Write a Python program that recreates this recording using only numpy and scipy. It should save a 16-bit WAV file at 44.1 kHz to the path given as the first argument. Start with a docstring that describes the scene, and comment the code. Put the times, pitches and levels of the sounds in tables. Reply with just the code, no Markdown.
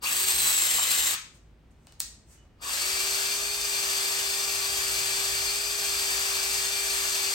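"""A cordless drill whines up with a rattle and a squeak, spinning a ball hone in a cast-iron bore.
Motor and gears sing over the hiss of the fan and the scrape of the abrasive balls. The pitch sags
as the hone is pushed deep, where friction makes it ring. After a second the drill brakes, the
reversing switch snaps over, and it runs on the other way, lifting in pitch as the hand draws back.
Around it is a workshop with short echoes and a low ventilation rumble."""
import sys
import numpy as np
from scipy import signal
from scipy.fft import rfft, irfft, next_fast_len
from scipy.io import wavfile
from scipy.ndimage import map_coordinates

SR = 44100
rng = np.random.default_rng(int(sys.argv[2]) if len(sys.argv) > 2 else 0)


def unload_audio(sound):
    """Save the sound as a 16-bit wav file, at the path given as the first command line argument."""
    columns = np.transpose(np.atleast_2d(sound))
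    # keep every value between -1 and 1, then stretch to whole-number steps
    steps = np.round(np.clip(columns, -1, 1) * 32767)
    wavfile.write(sys.argv[1], SR, steps.astype(np.int16))


N = 323694
T = np.arange(N) / SR

# trigger pulls: (pressed [s], released [s], spin-up time constant [s], nominal motor speed [turns/s])
TRIGGER_PULLS = [(.012, 1.098, .038, 383), (2.601, 8, .076, 392.6)]
# shaft and gear partials; the teeth meet on other flanks in reverse:
# (multiple of motor speed [ratio], forward level [dB], reverse level [dB], left over right [dB])
GEAR_PARTIALS = [(1, -60.5, -59.3, 0), (1.617, -64, -55, 1), (2, -57, -57, 9), (3, -58, -60, 6),
                 (6, -50, -45, 8), (9, -56, -48.5, 3), (10.83, -39.8, -43, 0), (12, -44, -42.3, 3),
                 (15, -55, -47, 5), (21.66, -32, -62, 1), (32.49, -40, -70, 0)]
# colour of fan and scrape, running forward: (frequency [Hz], relative level [dB])
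FORWARD_HISS = [(150, -16), (350, -11), (700, -9.5), (1050, -4.5), (1400, -4.5), (2200, -2), (3100, 1.5),
                (4500, 1), (6000, -2), (7200, 3), (8200, 4.5), (9500, 0), (12500, 3), (15500, 1.5)]
# the same in reverse: (frequency [Hz], relative level [dB])
REVERSE_HISS = [(150, -25.5), (350, -12), (700, -9.5), (1150, -5), (2050, -5.5), (2650, -2.5), (3550, -0.5),
                (3950, -5), (4650, 4.5), (5500, -3), (8200, 1), (9500, -5), (12500, -2.5), (15500, -8)]
# stereo placement of fan and scrape: (frequency [Hz], left over right [dB])
HISS_PAN = [(200, 0), (600, 2.5), (1500, 5), (4000, 1.5), (6300, 7), (8500, 5.5), (15000, -3)]
# stereo phase of the tool: (frequency [Hz], left lead [rad])
TOOL_PHASE = [(100, -0.5), (700, 1), (1150, 1.34), (1900, 4), (2700, 0.5), (3200, 4.5), (3800, 6),
              (6500, 7), (7300, 7.5)]
# the hand draws the hone back and its drag eases: (time [s], width [s], share of a full stroke [0-1])
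BACK_STROKES = [(3.54, .16, 1), (4.45, .18, .22), (5.69, .16, .84), (6.3, .15, .12), (6.77, .1, .35)]
# modes of stem and bore that sing at depth: (frequency [Hz], level [dB])
BORE_MODES = [(2036, -47.5), (3024, -43), (4072, -47.5), (7277, -45)]
# the hone shakes as it starts, catches or brakes: (time [s], width [s], thud [dB], rattle [dB])
CHATTER_HITS = [(0.044, 0.012, -41, -37), (0.792, .005, -31, -43.5), (1.14, 0.0066, -41, -40),
                (2.632, 0.023, -54, -62)]
# thud of the iron block: (frequency [Hz], bandwidth [Hz], relative level [dB])
BLOCK_MODES = [(1080, 220, 14), (300, 130, -17.5)]
# rattle of chuck and wire stem: (frequency [Hz], bandwidth [Hz], relative level [dB])
CHUCK_MODES = [(2670, 560, -3.5), (4600, 320, 11.5), (6500, 2000, -27)]
# the balls break loose: (time [s], width [s], pitch [Hz], glide [Hz/s], level [dB])
BALL_SQUEAKS = [(.048, .011, 1130, -7000, -35), (.064, .007, 2600, 35000, -26.5),
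                (2.672, .018, 1120, 0, -40)]
# trigger and reversing switch: (time [s], level [dB], brightness [dB/octave], stem ring [dB])
SWITCH_CLICKS = [(1.869, -47, -4.5, -63), (1.922, -50, -3, -77), (2.002, -18, 2.5, -70),
                 (2.375, -62, -4, -63), (2.451, -64, -8, -82)]
# colour of the plastic housing: (frequency [Hz], relative level [dB])
PLASTIC_COLOUR = [(200, -39.5), (700, -6), (1800, -12.5), (3000, -7), (4200, 2), (6000, -2.5), (8200, 5.5),
                  (10500, -2), (15500, -4)]
# the hand shifts on the drill: (time [s], width [s], level [dB])
GRIP_SHIFTS = [(1.357, 0.017, -63), (1.716, 0.0066, -71), (1.89, 0.068, -72.5), (2.323, 0.03, -58)]
# low swells: (time [s], width [s], pitch [Hz], level [dB])
LOW_SWELLS = [(0.425, 0.06, 150, -53), (4.702, 0.087, 78, -60), (4.92, 0.3, 121, -55.5),
              (5.35, 0.082, 106, -53), (5.35, .25, 56, -53)]
# workshop room tone: (frequency [Hz], relative level [dB])
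ROOM_TONE = [(15, -47.5), (25, -24.5), (33, -6.5), (44, -9.5), (56, 3.5), (70, -6.5), (110, -11),
             (155, -19), (210, -16), (400, -24), (1000, -33), (3000, -41), (6000, -51), (15000, -58.5)]
# workshop reverb: (frequency [Hz], time to fall 60 dB [s])
ROOM_DECAY = [(150, 0.26), (1000, 0.42), (4000, 0.44), (8000, 0.4), (15000, 0.2)]
# echoes off near surfaces: (delay [s], left level [dB], right level [dB])
WALL_ECHOES = [(.0125, -14.5, -24), (.0165, -14, -29), (.0195, -22, -25)]

SQUEEZE_S, BRAKE_S = .02, .068  # the finger closes the trigger; from release to standstill
PLUNGE_START_S, PLUNGE_LENGTH_S = .27, .43
PLUNGE_SAG, STROKE_RISE, WANDER = .089, .033, .0012  # shares of motor speed
SLIDE_DB, DEEP_DB, STROKE_DB = .9, -.07, -2.5  # scrape change: sliding in, deep, at a full stroke
MOTOR_LAG_S = .02  # on a stroke the motor responds this long after the scrape


def drill(pull, drag, load_db, colour, partials_db, hiss_db, throb_db, jitter):
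    """One run as (whine, hiss): drag slows the motor, spin-up swells both, load changes the scrape."""
    _, released, _, nominal_speed = pull
    spin = throttle(pull)
    speed = nominal_speed * spin * (1 - drag + WANDER * wobble(7))
    tones = housing(whine(speed, partials_db, jitter) * spin ** 4.5)
    hiss = fan_and_scrape(speed, colour, throb_db)
    jolt_db = 8 * swell(released + .046, .006)  # the brake jerks the balls against the wall
    return np.array([tones, amp(hiss_db + load_db + jolt_db) * spin ** .98 * hiss])


def throttle(pull):
    """Share of full speed: the motor runs up when the trigger is pressed and brakes on release."""
    pressed, released, spin_up, _ = pull
    age = np.maximum(T - pressed, 0)
    rise = (1 - np.exp(-age / spin_up)) * (1 - np.exp(-(age / SQUEEZE_S) ** 2))
    return rise * (1 - np.clip((T - released) / BRAKE_S, 0, 1) ** 2)


def whine(speed, levels_db, jitter, flutter_db=3.6):
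    """Shaft and gear tones; the speed trembles and the tooth contact varies."""
    turns = np.cumsum(speed * (1 + jitter * wobble(160))) / SR
    tones = np.zeros((2, N))
    for (multiple, _, _, pan_db), db in zip(GEAR_PARTIALS, levels_db):
        depth_db = flutter_db * (1 - .85 / multiple ** 4)  # the fundamental is steadiest
        flutter = unit(amp(depth_db * (wobble(130) + .5 * wobble(12))))
        tones += panned(pan_db) * amp(db) * flutter * np.sqrt(2) * np.sin(2 * np.pi * multiple * turns)
    return tones


def housing(x, centre_hz=394, width_hz=15):
    """The drill body resonates near full motor speed, so the hum blooms there."""
    return filtered(x, lambda hz: 1 + amp(9) / (1 + ((hz - centre_hz) / width_hz) ** 4))


def fan_and_scrape(speed, colour, throb_db, gear_ratio=14.3, grit=.39, slow_db=11.5, split_hz=2400):
    """Fan hiss and the ticks of abrasive balls on iron, throbbing as the hone turns, darker when slow."""
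    hone_turns = np.cumsum(speed) / SR / gear_ratio
    ticks = (rng.random(N) < 10 * speed / SR) * rng.standard_normal(N)
    throb = np.cos(2 * np.pi * hone_turns) + .32 * np.cos(np.pi * hone_turns) + .99 * wobble(45)
    hiss = coloured((rng.standard_normal(N) + grit * unit(ticks)) * amp(throb_db * throb), colour)
    lows = filtered(hiss, lambda hz: 1 / (1 + (hz / split_hz) ** 4))
    darkened = hiss + (amp(slow_db * (1 - speed / speed.max())) - 1) * lows
    return filtered(darkened, lambda hz: panned(along(HISS_PAN, hz)))


def plunge():
    """How far the first push has taken the hone into the bore, 0 to 1."""
    return .5 - .5 * np.cos(np.pi * np.clip((T - PLUNGE_START_S) / PLUNGE_LENGTH_S, 0, 1))


def drawn_back(lead_s=0):
    """How far the hand draws the hone back in the reverse run, 0 to 1, shifted earlier by lead_s."""
    return sum(share * swell(time - lead_s, width) for time, width, share in BACK_STROKES)


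def singing(waver_rad=.9, flutter_db=4):
    """Deep in the bore, friction keeps a few modes of stem and bore ringing unsteadily."""
    contact = (plunge() * throttle(TRIGGER_PULLS[0])) ** 6
    ring = np.zeros(N)
    for hz, db in BORE_MODES:
        tone = np.sqrt(2) * np.sin(2 * np.pi * hz * T + waver_rad * wobble(70))
        ring += amp(db) * tone * unit(amp(flutter_db * wobble(40)))
    return panned(14.4) * contact * ring


def chatter():
    """The hone shakes in the bore: the block thuds and the chuck rattles."""
    thud, rattle = ringing(BLOCK_MODES), ringing(CHUCK_MODES)
    return panned(6.7) * sum(swell(time, width) * (amp(thud_db) * thud + amp(rattle_db) * rattle)
                             for time, width, thud_db, rattle_db in CHATTER_HITS)


def squeaks():
    """The balls stick and slip in short, rough chirps."""
    roughness = .5 * wobble(300)
    chirps = np.zeros(N)
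    for time, width, hz, glide, db in BALL_SQUEAKS:
        age = T - time
        phase = 2 * np.pi * age * (hz + glide * age / 2)
        chirps += amp(db) * swell(time, width) * np.sin(phase + roughness)
    return panned(2.9) * chirps


def switch(dispersion=1.5, stem_hz=2960, stem_t60=.21, shell_hz=1920, shell_db=-32, shell_t60=.07):
    """Plastic snaps in the housing; its shell and the steel stem ring faintly after each click."""
    clicks = np.zeros(N)
    for time, db, tilt_db, stem_db in SWITCH_CLICKS:
        age = np.maximum(T - time, 0)
        rub = amp(-38) * swell(time, .0037) * rng.standard_normal(N)  # the slider rubs as it snaps home
        impact = np.arange(N) == round(time * SR)
        colour = [(hz, level + tilt_db * np.log2(hz)) for hz, level in PLASTIC_COLOUR]
        clicks += amp(db) * coloured(rub + impact, colour) * np.sqrt(.002 * SR / N)  # level over 2 ms
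        clicks += amp(stem_db - 60 * age / stem_t60) * np.sin(2 * np.pi * stem_hz * age)
        clicks += amp(db + shell_db - 60 * age / shell_t60) * np.sin(2 * np.pi * shell_hz * age)
    # bending waves: the lows arrive later
    clicks = filtered(clicks, lambda hz: np.exp(-1j * dispersion * np.sqrt(hz)))
    return phase_panned(clicks, [(100, 0), (4000, -.25)])


def grip():
    """Soft rustles of the hand on the housing."""
    rustle = coloured(rng.standard_normal((2, N)), [(500, -7), (4000, -13.5), (8000, 0), (15000, -17)])
    return rustle * sum(amp(db) * swell(time, width) for time, width, db in GRIP_SHIFTS)


def drones():
    """Faint low tones that swell and fade while the tool runs."""
    return sum(amp(db) * swell(time, width) * np.sin(2 * np.pi * hz * T + wobble(13))
               for time, width, hz, db in LOW_SWELLS)


def slapback(x):
    """A sharp sound plus its early echoes off near surfaces."""
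    return x + sum(amp([[left_db], [right_db]]) * np.roll(x, round(delay * SR), axis=1)
                   for delay, left_db, right_db in WALL_ECHOES)


def workshop(x, wet_db, drift_s=0):
    """Direct sound plus a diffuse tail, thin in the bass; drift_s sways its path as the tool moves."""
    hz, t, noise = signal.stft(rng.standard_normal((2, SR * 2 // 3)), SR, nperseg=256)
    envelope = amp(-60 * t / along(ROOM_DECAY, hz)[:, None]) * (1 - np.exp(-(t / .0028) ** 2))
    colour = [(400, -20), (1000, -.5), (2200, 3), (4500, -2.5), (6500, 0), (8000, -8.5), (14000, -9)]
    tail = signal.istft(noise * envelope * amp(along(colour, hz))[:, None], SR, nperseg=256)[1]
    wet = signal.fftconvolve(x, tail / np.linalg.norm(tail[0]), axes=1)[:, :N]
    swayed = np.clip(np.round((T - drift_s * wobble(4)) * SR), 0, N - 1).astype(int)
    return x + amp(wet_db) * wet[:, swayed]


def ventilation(centre_db=-55.5, wide_db=-54, hum_hz=154.4, hum_db=-67):
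    """Ventilation rumble, centred in the bass and wider above, with a faint wavering hum."""
    centre = coloured(rng.standard_normal(N), ROOM_TONE)
    wide = filtered(coloured(rng.standard_normal((2, N)), ROOM_TONE), lambda hz: hz / (hz + 400))
    hum = np.sin(2 * np.pi * hum_hz * T + wobble(6))
    return amp(centre_db) * centre + amp(wide_db) * wide + amp(hum_db) * hum


def amp(db):
    """Decibels to gain."""
    return 10 ** (np.asarray(db) / 20)


def unit(x):
    """Scale to rms 1."""
    return x / np.sqrt(np.mean(x ** 2) + 1e-20)


def along(points, hz):
    """Read a curve of (frequency [Hz], value) points on a log frequency axis."""
    freqs, values = np.transpose(points)
    return np.interp(np.log(hz + 1), np.log(freqs + 1), values)


def swell(time, width):
    """A bell-shaped envelope around time; width is its standard deviation [s]."""
    return np.exp(-.5 * ((T - time) / width) ** 2)


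def wobble(rate):
    """A smooth random curve, rate knots a second."""
    knots = rng.standard_normal(int(N * rate / SR) + 4)
    steps = np.linspace(0, len(knots) - 1, 10 * len(knots))
    return np.interp(T * rate, steps, map_coordinates(knots, [steps]))


def filtered(x, response):
    """Filter x by a complex response of frequency."""
    size = next_fast_len(N + SR // 4)
    return irfft(rfft(x, size) * response(np.fft.rfftfreq(size, 1 / SR)), size)[..., :N]


def coloured(x, colour):
    """Equalise x by (frequency [Hz], level [dB]) points, then scale to rms 1."""
    return unit(filtered(x, lambda hz: amp(along(colour, hz))))


def ringing(modes):
    """Noise ringing in (frequency [Hz], bandwidth [Hz], level [dB]) resonances, at rms 1."""
    def body(hz):
        return sum((-1) ** k * amp(db) * 1j * hz * width / (centre ** 2 - hz ** 2 + 1j * hz * width)
                   for k, (centre, width, db) in enumerate(modes))
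    return unit(filtered(rng.standard_normal(N), body))


def panned(db):
    """Channel gains that put left db above right."""
    return amp(np.array([[.5], [-.5]]) * db)


def phase_panned(x, lead):
    """Place x in stereo by (frequency [Hz], left lead [rad]) points."""
    return filtered(x, lambda hz: np.exp(np.array([[.5j], [-.5j]]) * along(lead, hz)))


def scene():
    """A forward run with one plunge, the switch, then a reverse run with slow strokes."""
    _, forward_db, reverse_db, _ = np.transpose(GEAR_PARTIALS)
    depth = plunge()
    plunge_db = SLIDE_DB * np.sin(np.pi * depth) + DEEP_DB * depth
    stroke_db = STROKE_DB * drawn_back(lead_s=MOTOR_LAG_S)
    forward = drill(TRIGGER_PULLS[0], PLUNGE_SAG * depth, plunge_db, FORWARD_HISS, forward_db,
                    hiss_db=-28.5, throb_db=1.4, jitter=.0014)
    reverse = drill(TRIGGER_PULLS[1], -STROKE_RISE * drawn_back(), stroke_db, REVERSE_HISS, reverse_db,
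                    hiss_db=-29.5, throb_db=.59, jitter=.0023)
    tones, hiss = forward + reverse
    tonal = workshop(phase_panned(tones, TOOL_PHASE) + singing(), wet_db=-14)
    gritty = workshop(phase_panned(hiss + chatter() + squeaks(), TOOL_PHASE), wet_db=-5, drift_s=.0012)
    handling = workshop(slapback(switch()) + grip(), wet_db=-1.5)
    return tonal + gritty + handling + drones() + ventilation()


def record(dry, top_hz=15900):
    """The top octave turns nearly mono, slightly earlier on the right, and cuts off above top_hz."""
    mono_share = lambda hz: np.clip((hz - 6800) / 900, 0, .9)
    skew = lambda hz: np.exp(np.array([[-1j], [1j]]) * np.pi * (hz - 8400) / 3590)
    treble = filtered(dry[0], lambda hz: mono_share(hz) * skew(hz))
    rest = filtered(dry, lambda hz: 1 - mono_share(hz))
    return filtered(rest + treble, lambda hz: np.clip((top_hz - hz) / 400 + 1, 0, 1))


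dry = scene()
out = record(dry)
unload_audio(out)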